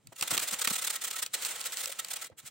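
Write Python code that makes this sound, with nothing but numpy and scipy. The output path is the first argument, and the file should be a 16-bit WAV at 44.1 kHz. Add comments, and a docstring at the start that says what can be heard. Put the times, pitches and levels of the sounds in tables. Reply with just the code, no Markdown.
"""Loose steel screws rattle on the parallel rods of a plastic sieve, shaken by hand in a small room. Each jolt
throws the heap against the rods as a swarm of tiny impacts, often about 30 ms apart, with duller sliding in
between. Every impact excites damped modes of the screw and the frame. Now and then screws land hard in a quick
run, a rod rings, and the housing knocks and thuds in the hands."""
import sys
import numpy as np
from scipy import signal
from scipy.fft import rfft, irfft
from scipy.io import wavfile
from scipy.ndimage import uniform_filter1d

SR = 44100
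rng = np.random.default_rng(int(sys.argv[2]) if len(sys.argv) > 2 else 0)


def store_pcm(level_fs):
    """Save levels as 16-bit WAV."""
    pcm = np.round(np.clip(level_fs, -1, 1) * 32767).astype(np.int16)
    wavfile.write(sys.argv[1], SR, np.atleast_2d(pcm).T)


N = 110250

# spectrum of a screw's impact on a rod: (frequency [Hz], relative density [dB])
RATTLE_SPECTRUM = [(60,-53),(200,-21),(350,-18),(520,-10),(750,-6),(1300,-6),(1900,-0.5),(3400,2.5),(5500,-0.5),(7700,5),(10800,-3),(13000,-3.5),(15500,2.5)]
# likeness of left and right: (frequency [Hz], correlation [-])
COHERENCE = [(60,0.7),(400,0.62),(1200,0.89),(4500,0.63),(8000,0.05),(15000,0.0494)]


def jolts():
    """Impact noise: the heap strikes the rods in dense swarms of contacts."""
    # landings of the heap: (time [s], level [dB], half length [s])
    throws = [(.128,-54.5,0.0069),(.164,-48,0.0061),(.193,-44,0.015),(.234,-35,0.0076),(.279,-31.5,0.0052),(.313,-27.5,0.0088),(.343,-31,0.018),
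              (.398,-31,0.0056),(.43,-32.5,0.017),(.455,-48,0.014),(.484,-32.5,0.012),(.513,-34,0.0051),(.536,-31.5,0.014),
              (.594,-34.5,0.008),(.619,-28.5,0.0094),(.65,-28.5,0.0077),(.683,-33,0.011),(.707,-29.5,0.009),(.736,-31.5,0.012),(.761,-30.5,0.0082),
              (.789,-34.5,0.012),(.824,-33,0.0092),(.848,-31.5,0.0094),(.875,-28.5,0.0078),(.905,-30.5,0.008),(.939,-37.5,0.015),(.961,-33,0.0083),(1.021,-36,0.0094),
              (1.047,-32,0.012),(1.078,-35.5,0.011),(1.111,-34,0.007),(1.136,-39.5,0.011),(1.165,-34.5,0.0093),(1.192,-35.5,0.013),(1.229,-30,0.0094),(1.261,-49,0.019),
              (1.344,-28.5,0.01),(1.429,-37.5,0.016),(1.461,-33,0.013),(1.49,-38,0.0089),(1.513,-37.5,0.015),(1.561,-38.5,0.0061),(1.608,-38,0.0059),
              (1.663,-33,0.013),(1.733,-38.5,0.014),(1.788,-38.5,0.028),(1.811,-36,0.01),(1.839,-35.5,0.013),(1.877,-38,0.0074),(1.9,-40.5,0.0088),
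              (1.924,-37.5,0.0084),(1.996,-32,0.0082),(2.086,-40.5,0.0029),(2.113,-35,0.01),(2.137,-33.5,0.006),(2.165,-35.5,0.0073),(2.222,-38,0.0095),(2.246,-41.5,0.0057),
              (2.268,-48.5,0.01),(2.392,-48.5,0.016),(2.47,-45.5,0.018)]
    return contacts(from_db(2) * swells(throws), RATTLE_SPECTRUM, count=17)


def sliding(tilt_db_per_octave=-3):
    """Friction noise: sliding screws make a stream of micro-impacts, duller than landings."""
    # envelope of the sliding: (time [s], level [dB])
    envelope = [(0,-75),(.15,-65),(.22,-41.5),(.95,-43),(1,-49),(1.05,-44),(1.27,-53),(1.29,-66),(1.32,-56),(1.355,-40.5),(1.54,-40.5),(1.7,-43),(1.92,-48.5),(2.261,-45),(2.29,-91),(2.365,-89),(2.43,-56.5),(2.5,-68)]
    level = from_db(np.interp(np.arange(N) / SR, *np.transpose(envelope)) - 2)
    lowest_hz = RATTLE_SPECTRUM[0][0]
    dull = [(hz, db + tilt_db_per_octave * np.log2(hz / lowest_hz)) for hz, db in RATTLE_SPECTRUM]
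    return contacts(level, dull, count=11)


def clinks():
    """Contact chatter: a hard landing is a quick run of five touches by different screws, each 1 dB stronger."""
    # hard landings: (time [s], level [dB])
    hits = [(.0703,-47.5),(.2098,-28.5),(1.109,-35),(1.2615,-33),(1.4217,-36),(1.4486,-28.5),(1.5938,-43),(1.6122,-33),(1.6402,-39.5),(1.721,-37.5),
            (1.7699,-32.5),(1.8567,-30),(2.046,-34),(2.0615,-62),(2.299,-65),(2.475,-45.5)]
    # their crack: (frequency [Hz], relative density [dB])
    spectrum = [(200,-37),(1500,-16),(3000,-2),(7500,-0.5),(11000,-12),(15500,-4)]
    return from_db(14) * impact_runs(hits, spectrum, gap_s=0.00046, step_db=1, count=5)


def knocks():
    """Superposition: seven screws hit the housing in quick, weakening succession and fuse into a knock."""
    # slams of the heap: (time [s], level [dB])
    hits = [(.2245,-25),(.3685,-32),(.3768,-24),(.673,-23.5)]
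    # their crack: (frequency [Hz], relative density [dB])
    spectrum = [(100,-32),(400,-5),(700,-11.5),(1200,9),(1900,3),(3200,10.5),(7000,4),(11000,-2.5),(15500,5)]
    return from_db(21) * impact_runs(hits, spectrum, gap_s=0.0008, step_db=-2, count=7)


def contacts(level, spectrum, count, rate_hz=2000, active=5, turn_s=.03):
    """Shot noise: random impulses excite `count` screws, which take turns a few at a time."""
    clicks = (rng.random(N) < rate_hz / SR) * rng.choice([-1., 1.], N)
    local_rms = np.sqrt(np.abs(uniform_filter1d(clicks ** 2, 200)) + 1e-6)
    clicks = level * clicks / local_rms
    turn = (np.arange(N) / SR / turn_s).astype(int)
    touching = (turn * active + rng.integers(0, active, N)) % count
    forces = (clicks * (touching == k) for k in range(count))
    return sum(signal.oaconvolve(force[None], screw(spectrum), axes=1)[:, :N] for force in forces)


def impact_runs(hits, spectrum, gap_s, step_db, count):
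    """Multiple impact: each hit is a quick run of touches whose level changes in equal steps."""
    out = np.zeros((2, N))
    responses = [screw(spectrum) for _ in range(count)]
    for s, db in hits:
        for k, which in enumerate(rng.permutation(count)):
            onset = s + gap_s * (k + .5 * rng.random())
            add(out, onset, from_db(db + k * step_db) * rng.choice([-1, 1]) * responses[which])
    return out


def screw(spectrum, size=4096, high_modes=3, detune=0.022):
    """Impulse response of a screw on a rod: a crack, high modes, the shank's ping and the frame's ring."""
    # modes of the frame and rods: (frequency [Hz], level [dB], T60 [s])
    frame_modes = [(505.3,-26.5,0.043),(1082,-30.5,0.053),(1305,-19,0.037),(1727,-29,0.064)]
    ring = sum(mode(hz, t60=0.013, size=size) for hz in rng.uniform(6890, 9130, high_modes))
    ring /= np.sqrt(high_modes)
    shank = mode(hz=rng.uniform(1869, 4353), t60=0.053, size=size)  # pitched by its length
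    # the frame's pitch depends on where the screws lie
    frame = sum(from_db(db) * mode(hz * (1 + detune * rng.standard_normal()), t60, size)
                for hz, db, t60 in frame_modes)
    return unit(crack(spectrum, size) + from_db(-6) * ring + from_db(-13.5) * shank + frame)


def crack(spectrum, size, t60_at_1khz=.015):
    """Frequency-dependent damping: third-octave bands of noise die away, the treble first."""
    edges_hz = np.geomspace(25, 17000, 29)
    t, out = np.arange(size) / SR, 0
    for low, high in zip(edges_hz, edges_hz[1:]):
        hz = np.sqrt(low * high)
        t60 = t60_at_1khz / np.sqrt(hz / 1000)
        fade = np.exp(-np.minimum(np.log(1000) * t / t60, 30))
        band = signal.butter(2, [low, high], "band", fs=SR, output="sos")
        mid, side = unit(signal.sosfilt(band, rng.standard_normal((2, size)) * fade))
        out = out + from_db(at_hz(spectrum, hz)) * np.sqrt(high - low) * stereo(mid, side, hz)
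    return unit(out)


def rods():
    """Free vibration: a struck rod rings out in a single mode."""
    # strikes on a rod: (time [s], level [dB])
    strikes = [(0.955,-40.5),(1.04,-47),(1.143,-42),(1.991,-40.5)]
    out = np.zeros((2, N))
    for s, db in strikes:
        add(out, s, from_db(db) * struck(hz=1318, t60=0.071))
    return out


def clunks(t60=.05, overtone_ratio=1.2):
    """Resonance: the hollow housing sounds a low mode and a weaker overtone."""
    # hollow clunks: (time [s], level [dB], pitch [Hz])
    strikes = [(0.121,-48.5,676),(.674,-40,225),(.709,-35.5,199),(1.395,-53,510),(1.871,-45.5,528),(1.894,-41.5,557),(2.299,-48,510)]
    out = np.zeros((2, N))
    for s, db, hz in strikes:
        ring = struck(hz, t60) + from_db(-10) * struck(hz * overtone_ratio, t60)
        add(out, s, from_db(db) * ring)
    return out


def thuds():
    """Heavy damping: the plastic body gives brief, pitchless swells of low noise."""
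    # thuds of the housing: (time [s], level [dB], half length [s])
    events = [(.128,-51.5,0.0064),(.228,-39.5,0.0064),(.322,-39,0.015),(.348,-38.5,0.0063),(.375,-40,0.012),(.425,-49.5,0.02),(.536,-42.5,0.012),(.679,-47.5,0.0068),(.715,-42,0.0063),(2.324,-59.5,0.0097)]
    # their colour: (frequency [Hz], relative density [dB])
    spectrum = [(30,-50),(60,-24),(120,-4),(230,-2),(380,-8.5),(1100,-5.5),(2200,-15),(12000,-45)]
    return swells(events) * steady(spectrum)


def bumps():
    """Soft contact excites only low frequencies: the hands shift their grip."""
    # shifts of grip: (time [s], level [dB], half length [s])
    events = [(.075,-57.5,0.026),(2.325,-57.5,0.013),(2.446,-59,0.016)]
    # their colour: (frequency [Hz], relative density [dB])
    spectrum = [(40,-25),(115,1.5),(180,-7),(400,-23),(2000,-83)]
    return swells(events) * steady(spectrum)


def mode(hz, t60, size):
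    """Damped oscillator of energy 1; its phase differs more between the ears where coherence is low."""
    t = np.arange(size) / SR
    phase_spread = np.arccos(at_hz(COHERENCE, hz)) / 2
    ear_phase = phase_spread * rng.standard_normal() * np.array([[1], [-1]])
    return unit(np.sin(2 * np.pi * (hz * t + rng.random()) + ear_phase) * from_db(-60 * t / t60))


def struck(hz, t60, size=8000, attack_s=0.0025):
    """Gradual excitation: a mode builds up softly to a peak of 1."""
    ring = mode(hz, t60, size) * np.minimum(np.arange(size) / SR / attack_s, 1)
    return ring / np.abs(ring).max()


def swells(events, roundness=2.47):
    """Incoherent summation: swells add in power, each 10 dB down a half length from its peak."""
    t, power = np.arange(N) / SR, np.zeros(N)
    for s, db, half in events:
        near = np.abs(t - s) < 4 * half
        power[near] += from_db(db - 10 * np.abs((t[near] - s) / half) ** roundness) ** 2
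    return np.sqrt(power)


def steady(spectrum):
    """Spectral shaping: stationary stereo noise, rolled off below 20 Hz, with rms 1."""
    hz = np.maximum(np.arange(N // 2 + 1) * SR / N, 1)
    gain = from_db(at_hz(spectrum, hz)) * hz ** 2 / (hz ** 2 + 20 ** 2)
    mid, side = rfft(rng.standard_normal((2, N))) * gain
    return unit(irfft(stereo(mid, side, hz), N)) * np.sqrt(N)


def stereo(mid, side, hz):
    """Partial coherence: two independent noises mix into correlated left and right channels."""
    alike = at_hz(COHERENCE, hz)
    return np.sqrt(1 + alike) * mid + np.sqrt(1 - alike) * side * [[1], [-1]]


def add(out, s, sound):
    """Superposition of a short stereo sound at time s."""
    start = int(np.clip(s * SR, 0, N - 1))
    out[:, start:start + sound.shape[1]] += sound[:, :N - start]


def from_db(db):
    """Decibels to amplitude ratio."""
    return 10 ** (np.asarray(db) / 20)


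def at_hz(points, hz):
    """Interpolation on a log-frequency axis."""
    frequencies, values = np.transpose(points)
    return np.interp(np.log(hz), np.log(frequencies), values)


def unit(x):
    """Normalisation to energy 1 in each channel."""
    return x / np.sqrt(np.sum(x ** 2, axis=-1, keepdims=True) + 1e-20)


def room(x, t60=0.2, dull_hz=3520, size=16000):
    """Reverberation: diffuse reflections form a faint, dull tail that decays exponentially."""
    tail = rng.standard_normal((2, size)) * from_db(-60 * np.arange(size) / SR / t60)
    wet = signal.oaconvolve(x, unit(tail), axes=1)[:, :N]
    return from_db(-11.5) * signal.sosfilt(signal.butter(1, dull_hz, fs=SR, output="sos"), wet)


def air():
    """Ambient noise: the quiet room's steady, low hush."""
    # noise floor: (frequency [Hz], relative density [dB])
    spectrum = [(25,-38),(120,-3.5),(400,-10.5),(15000,-49)]
    return from_db(-72.5) * steady(spectrum)


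def scene():
    """The sources superpose; a 1 dB level difference between the ears sets the sieve slightly right."""
    screws = clinks() + jolts() + sliding()
    housing = knocks() + rods() + clunks() + thuds() + bumps()
    sieve = (screws + housing) * from_db([[-0.5], [0.5]])
    return sieve + room(sieve) + air()


def record(dry, cutoff_hz=16000):
    """Band limiting: a steep low-pass removes the highest treble."""
    return signal.sosfilt(signal.ellip(12, .1, 80, cutoff_hz, fs=SR, output="sos"), dry)


dry = scene()
out = record(dry)
store_pcm(out)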